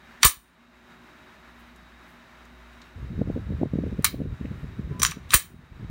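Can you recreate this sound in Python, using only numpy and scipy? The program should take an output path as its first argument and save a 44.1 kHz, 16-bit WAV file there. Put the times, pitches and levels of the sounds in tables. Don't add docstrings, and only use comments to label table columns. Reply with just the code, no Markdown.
import sys
import numpy as np
from scipy import signal
from scipy.fft import rfft, irfft, next_fast_len
from scipy.io import wavfile
from scipy.ndimage import uniform_filter1d

SR = 44100
rng = np.random.default_rng(int(sys.argv[2]) if len(sys.argv) > 2 else 0)


def to_wav(sig):
    pcm = np.clip(np.atleast_2d(sig), -1, 1) * 32767
    pcm = np.round(pcm).astype(np.int16)
    wavfile.write(sys.argv[1], SR, pcm.T)


N = 260190

# pitch_hz, width_hz, level_db
FAN_TONES = [(59.4, 3, -61.5), (121, 8, -74.5), (175, 10, -66), (238, 7, -59.5), (367.4, 8, -66.5),
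             (634, 49, -68), (3797, 140, -68)]
# time_s, gain_db
FAN_SWELL = [(1.2, -0.5), (1.6, 4), (2.6, 7.5), (3, 1.5)]
# (relative, per Hz)
AIR_COLOUR = [(20, -22.5), (40, -4.5), (100, -4), (300, -3), (470, -11.5), (630, -7.5), (1000, -3.5),
              (1700, -3), (2600, -10), (3400, -16.5), (4400, -20), (7000, -26), (10400, -33.5),
              (16000, -31)]
AIR_DB = -53.5

# time_s, level_db
DRAUGHT_LEVEL = [(2.93, -63), (2.97, -39.5), (3.31, -31), (3.46, -36), (3.63, -32.5), (3.69, -43.5),
                 (3.74, -30), (4.08, -35), (4.33, -33.5), (4.38, -53), (4.42, -35.5), (4.74, -44.5),
                 (4.81, -36), (5.04, -33.5), (5.28, -45.5), (5.55, -45), (5.72, -46.5), (5.9, -36)]
# middle_s, level_db
STRONG_EDDIES = [(3.116, -33.5), (3.194, -24.5), (3.217, -13), (3.276, -22.5), (3.301, -17), (3.364, -18.5),
                 (3.376, -21.5), (3.505, -24.5), (3.523, -22), (3.616, -18), (3.633, -10.5), (3.658, -20),
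                 (3.737, -20), (3.757, -20), (3.788, -17.5), (3.839, -17.5), (3.868, -20.5), (3.927, -22),
                 (3.994, -21), (4.145, -18.5), (4.205, -19.5), (4.218, -19), (4.258, -20.5), (4.413, -26.5),
                 (4.454, -23.5), (4.519, -25.5), (4.643, -27.5), (4.794, -23.5), (4.916, -26),
                 (5.003, -25.5), (5.172, -26.5), (5.544, -31), (5.832, -28.5)]
# (relative, per Hz)
RUMBLE_COLOUR = [(20, -31), (45, -2), (80, 1), (120, -9), (200, -21), (400, -77)]
# (relative, per Hz)
SWIRL_COLOUR = [(60, -10.5), (130, 5), (280, -11.5), (450, -16), (700, -34.5), (1400, -78)]
EDDY_HZ, EDDY_RISE, EDDY_SPREAD = 202, 0.0399, .3
SMALL_COUNT = 24
SMALL_DB, SMALL_SPREAD_DB = 1, 0.5

# pitch_hz, t60_s (time to fall 60 dB)
ROOM_DECAY = [(1200, 0.17), (4000, 0.18), (9000, 0.1), (16000, 0.18)]

# start_s, level_db
TABLE_KNOCKS = [(0.246, -6), (0.365, -36.5), (5.342, -10.5)]
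# pitch_hz, level_db (relative to the knock), t60_s, delay_s
TABLE_TONES = [(55, 3, 0.08, 0.0052), (146, -11, 0.08, 0)]
# (relative, per Hz)
BOARD_COLOUR = [(150, -20.5), (300, 0), (800, -4.5), (1100, -25)]
BOARDS_DB, BOARDS_T60 = -21, 0.18

# start_s, level_db (relative), pitch_hz (part that rings most),
# decay_ms (rattle), ring_db (relative)
METAL_BLOWS = [(.2255, -25.5, 8000, 2.5, -10.5), (0.2307, 9, 4000, 3.2, -12), (0.2346, -1.5, 1770, 2.8, -5),
               (0.2439, 0, 3760, 10.5, -11), (0.2481, 9.5, 14200, 17, -12), (0.2526, 6, 1140, 7.1, -4),
               (0.2602, 5.5, 9600, 16.9, -11.5), (0.2816, -6, 9460, 7, 0.5), (4.0234, -34, 10800, 2.7, -16),
               (4.0355, -42, 8900, 2, -23), (4.0434, -14.5, 1110, 1.5, 4), (4.045, 3.5, 9900, 4.1, -11),
               (4.0513, 0, 4400, 2.95, -6.5), (4.0617, -12, 4400, 11, -9), (4.9954, -25.5, 8900, 2.8, -4.5),
               (4.9975, -20.5, 5700, 4.2, 3), (5.0187, -4, 5830, 2.5, -7.5), (5.0285, -8, 15650, 2.2, 2),
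               (5.0309, 3.5, 6500, 2.7, -13), (5.0494, 7, 4000, 1.5, -16), (5.058, -12, 5900, 0.95, 5),
               (5.0643, -6.5, 6980, 2, -0.5), (5.111, -21, 5900, 3.6, 2.5), (5.118, -14, 1453, 3.7, -7.5),
               (5.306, -21.5, 3880, 2.7, 12.5), (5.3177, -24.5, 9050, 2.7, 2.5),
               (5.3358, -0.5, 2240, 8, -9.5), (5.3402, 10.5, 12500, 5.9, -13), (5.3458, -8, 1140, 4.4, 2.5),
               (5.354, 3, 14700, 9.7, -7.5), (5.363, -7.5, 8700, 24.3, -16)]
# pitch_hz, level_db (relative), t60_s (slow part, not held)
STEEL_MODES = [(1150, 8, 0.088), (1730, -2, 0.059), (2292, -3.5, 0.043), (3100, -4.5, .05),
               (3880, -1, 0.034), (4330, -4.5, 0.051), (5900, 2, .16), (7000, 1, 0.098), (8420, -6.5, .07),
               (8980, -1, .16), (9280, -5, .33), (9590, -4.5, .2), (10950, -5, .06), (13240, -5, .06),
               (16460, -2, .05), (15650, -5, .15)]
# (relative, per Hz)
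CRACK_COLOUR = [(300, -42), (850, -20.5), (1020, -5.5), (2000, -0.5), (4300, -6), (5000, -8.5),
                (9500, -7.5), (10300, -18.5), (12500, -14.5), (16000, -12.5)]
# start_s, end_s, start_level_db, end_level_db
RAIL_STROKES = [(0.202, 0.233, -69, -29.5), (5.018, 5.122, -54, -36.5), (5.291, 5.348, -57.5, -14)]
# middle_s, length_s, level_db
GRIP_BRUSHES = [(1.603, 0.039, -67.5), (2.1, 0.062, -68.5), (3.332, 0.063, -75.5), (4.596, .12, -74)]
# start_s, level_db, pitch_hz (middle), width_octaves
HAND_TICKS = [(1.7602, -54, 5400, 1.3), (2.4516, -56, 6000, 1.4), (2.8163, -43, 3500, .9),
              (4.455, -42, 2100, .5), (4.523, -48, 1600, .7)]
# middle_s, half_length_s, pitch_hz, level_db
SPRING_TONE = (4.96, .045, 1005, -45)
# start_s, end_s
HAND_ON_SLIDE = (1, 5.2)
TILT_DB = 2.5
FRAME_DB = -13
RADIATES_HZ = 946
TICK_MS = 4

MIC_LOW_HZ = 32
EDGE_HZ = 15850
CEILING = .86


def amp(db):
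    return 10 ** (np.asarray(db) / 20)


def evened(x):
    return x / np.sqrt(np.mean(x ** 2) + 1e-20)


def read(points, hz):
    point_hz, value = np.transpose(points)
    return np.interp(np.log(hz + 1), np.log(point_hz + 1), value)


def add(mix, s, sound):
    part = mix[round(s * SR):][:len(sound)]
    part += sound[:len(part)]


def noise(colour_db, count=N):
    size = next_fast_len(count)
    gain = amp(colour_db(np.fft.rfftfreq(size, 1 / SR)))
    spectrum = rfft(rng.standard_normal(size)) * gain
    return evened(irfft(spectrum, size)[:count])


def lumps(ms):
    size = round(ms * SR / 1000)
    smooth = uniform_filter1d(rng.standard_normal(N), size)
    return evened(uniform_filter1d(smooth, size))


def fan():
    t = np.arange(N) / SR
    out = amp(AIR_DB + 0.87 * lumps(60)) * noise(lambda f: read(AIR_COLOUR, f))
    swell = amp(np.interp(t, *np.transpose(FAN_SWELL)))
    for k, (hz, width, db) in enumerate(FAN_TONES):
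        r = np.exp(-np.pi * width / SR)
        chance = rng.standard_normal(N) + 1j * rng.standard_normal(N)
        waver = signal.lfilter([1], [1, -r], chance)
        steady = 2.5 if k == 0 else .4
        tone = (steady * np.std(waver) + waver) * np.exp(2j * np.pi * hz * t)
        out += evened(tone.real) * amp(db) * (swell if k == 0 else 1)
    return out


def draught():
    level_db = np.interp(np.arange(N) / SR, *np.transpose(DRAUGHT_LEVEL), -120)
    rumble = evened(noise(lambda f: read(RUMBLE_COLOUR, f)) * amp(3.7 * lumps(7.7)))
    out = amp(level_db) * rumble

    when, size = rng.random((SMALL_COUNT, 2)).T
    first_s = DRAUGHT_LEVEL[0][0]
    small_s = first_s + (np.arange(SMALL_COUNT) + when) * (N / SR - first_s) / SMALL_COUNT
    small_db = np.interp(small_s, *np.transpose(DRAUGHT_LEVEL))
    small_db = small_db + SMALL_DB + SMALL_SPREAD_DB * (size - .5)
    eddies = STRONG_EDDIES + list(zip(small_s, small_db))

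    wake, bump_s = np.zeros(N), np.arange(-1500, 1500) / SR
    for (s, db), chance in zip(eddies, rng.random((len(eddies), 3))):
        octaves = EDDY_RISE * (db + 24) + EDDY_SPREAD * (chance[2] - .5)
        hz = EDDY_HZ * 2 ** octaves
        turns = np.arange(-3, 3, hz / SR)
        swing = np.exp(-(turns / .7) ** 2) * np.cos(2 * np.pi * (turns + chance[0]))
        kink = np.exp(-(turns / 0.34) ** 2) * np.cos(2 * np.pi * (1.826 * turns + chance[1]))
        kink_db = -6.0 + 0.14 * (db + 20.0)
        add(out, s - 3 / hz, amp(db) * (swing + amp(kink_db) * kink))
        add(wake, s + bump_s[0], amp(db - 15) * np.exp(-(bump_s / 0.015) ** 2))
    swirls = evened(noise(lambda f: read(SWIRL_COLOUR, f)) * amp(3.7 * lumps(3.7)))
    return out + (wake + amp(level_db - 4.5)) * swirls


def room(x):
    taps = rng.standard_normal(SR // 2)
    taps[:130] = 0
    hz, t, bands = signal.stft(taps, SR, nperseg=128)
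    decay_db = -60 * t / read(ROOM_DECAY, hz)[:, None]
    late_db = -27 - 60 * t / .4
    tail = signal.istft(bands * (amp(decay_db) + amp(late_db)), SR, nperseg=128)[1]
    return signal.fftconvolve(x, tail / np.linalg.norm(tail))[:N]


def table():
    out, t = np.zeros(N), np.arange(9000) / SR
    soft_start = np.minimum(t / 0.0014, 1)
    for s, db in TABLE_KNOCKS:
        boards = noise(lambda f: read(BOARD_COLOUR, f), count=len(t)) * soft_start
        add(out, s, amp(db + BOARDS_DB - 60 * t / BOARDS_T60) * boards)
        for hz, mode_db, t60, later in TABLE_TONES:
            tone = np.sin(2 * np.pi * hz * t) * soft_start
            add(out, s + later, -amp(db + mode_db - 60 * t / t60) * tone)
    return out


def tick(db, hz, octaves):
    t = np.arange(1500) / SR
    click = noise(lambda f: -8.7 * (np.log2((f + 1) / hz) / octaves) ** 2, count=len(t))
    return amp(db) * click * np.exp(-t * 1000 / TICK_MS) * np.minimum(t / .001, 1)


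def steel_colour(hz, near_hz, tilt_db):
    mode_hz, db, _ = np.transpose(STEEL_MODES)[:, :, None]
    hump_width = 60 + 0.0076 * mode_hz
    humps = (amp(db + 5.0) / (1 + ((hz - mode_hz) / hump_width) ** 2)).max(0)
    octaves = np.log2(np.maximum(hz, 1000)) - np.log2([[near_hz], [4000]])
    near_db = 6 * np.exp(-(octaves[0] / .45) ** 2)
    return read(CRACK_COLOUR, hz) + 20 * np.log10(1 + humps) + near_db + tilt_db * octaves[1]


def blow(s, level_db, near_hz, ms, ring_db):
    held = HAND_ON_SLIDE[0] < s < HAND_ON_SLIDE[1]
    t = np.arange(7200 if held else 14000) / SR
    grain = amp(3.2 * evened(uniform_filter1d(rng.standard_normal(len(t)), 14)))
    tilt_db = TILT_DB * np.log2(near_hz / 4000)
    rattle = noise(lambda f: steel_colour(f, near_hz, tilt_db), count=len(t))
    rattle *= grain * np.exp(-t * 1000 / ms) * np.minimum(t / 0.00025, 1)

    hz, db, t60 = np.transpose(STEEL_MODES)[:, :, None]
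    t60 = t60 * (.6 if held else 1)
    slow = t[::40]
    walk = np.cumsum(rng.standard_normal((len(hz), len(slow))), 1)
    stray = rng.random(hz.shape) + .0016 * np.sqrt(hz) * walk
    turns = (hz * t + stray.repeat(40, 1)) % 1
    share_db = db - np.minimum(40 * abs(np.log2(hz / near_hz)), 20.5)
    share_db[0] = max(share_db[0, 0], FRAME_DB - ring_db)
    decay = amp(share_db - 200 * slow / t60) + amp(share_db - 15 - 60 * slow / t60)
    ring = (decay.repeat(40, 1) * np.sin(2 * np.pi * turns.astype(np.float32))).sum(0)
    ring *= np.minimum(t / 0.0002, 1) * np.minimum((t[-1] - t) / .05, 1)
    return amp(level_db) * (0.32 * rattle + 0.26 * amp(ring_db) * ring)


def pistol():
    out, t = np.zeros(N), np.arange(N) / SR
    for row in METAL_BLOWS:
        add(out, row[0], blow(*row))
    for s, *row in HAND_TICKS:
        add(out, s, tick(*row))
    rub = evened(noise(lambda f: read(CRACK_COLOUR, f)) * amp(4.4 * lumps(0.4)))
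    for start, end, start_db, end_db in RAIL_STROKES:
        out += rub * amp(np.interp(t, [start, end], [start_db, end_db], -200, -200))
    brush = noise(lambda f: read([(2000, -31.0), (9000, 1)], f))
    for s, length, db in GRIP_BRUSHES:
        out += brush * amp(db) * np.exp(-((t - s) / (length / 2)) ** 2)
    s, half, hz, db = SPRING_TONE
    return out + amp(db) * np.exp(-((t - s) / half) ** 4) * np.sin(2 * np.pi * hz * t)


def scene():
    radiation = signal.butter(4, RADIATES_HZ, "high", fs=SR, output="sos")
    steel = signal.sosfilt(radiation, pistol())
    return (steel + amp(-8.0) * room(steel) + table() + draught() + fan())[None]


def record(dry):
    power = signal.lfilter([.0012], [1, -.9988], dry[0] ** 2)
    power_db = 10 * np.log10(power + 1e-12)
    sink_db = np.arange(N) * 30.0 / SR
    memory_db = np.maximum.accumulate(power_db + sink_db) - sink_db
    over_db = np.maximum(memory_db + 24.0, 0)
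    ducked = dry / amp(0.55 * uniform_filter1d(over_db, 1200, origin=599))
    bass_cut = signal.butter(2, MIC_LOW_HZ, "high", fs=SR, output="sos")
    ducked = signal.sosfilt(bass_cut, ducked)
    rounded = CEILING * np.tanh(ducked / CEILING)
    edge = signal.firwin(401, EDGE_HZ, window=("kaiser", 9), fs=SR)
    return signal.oaconvolve(rounded, edge[None], "same")


dry = scene()
out = record(dry)
to_wav(out)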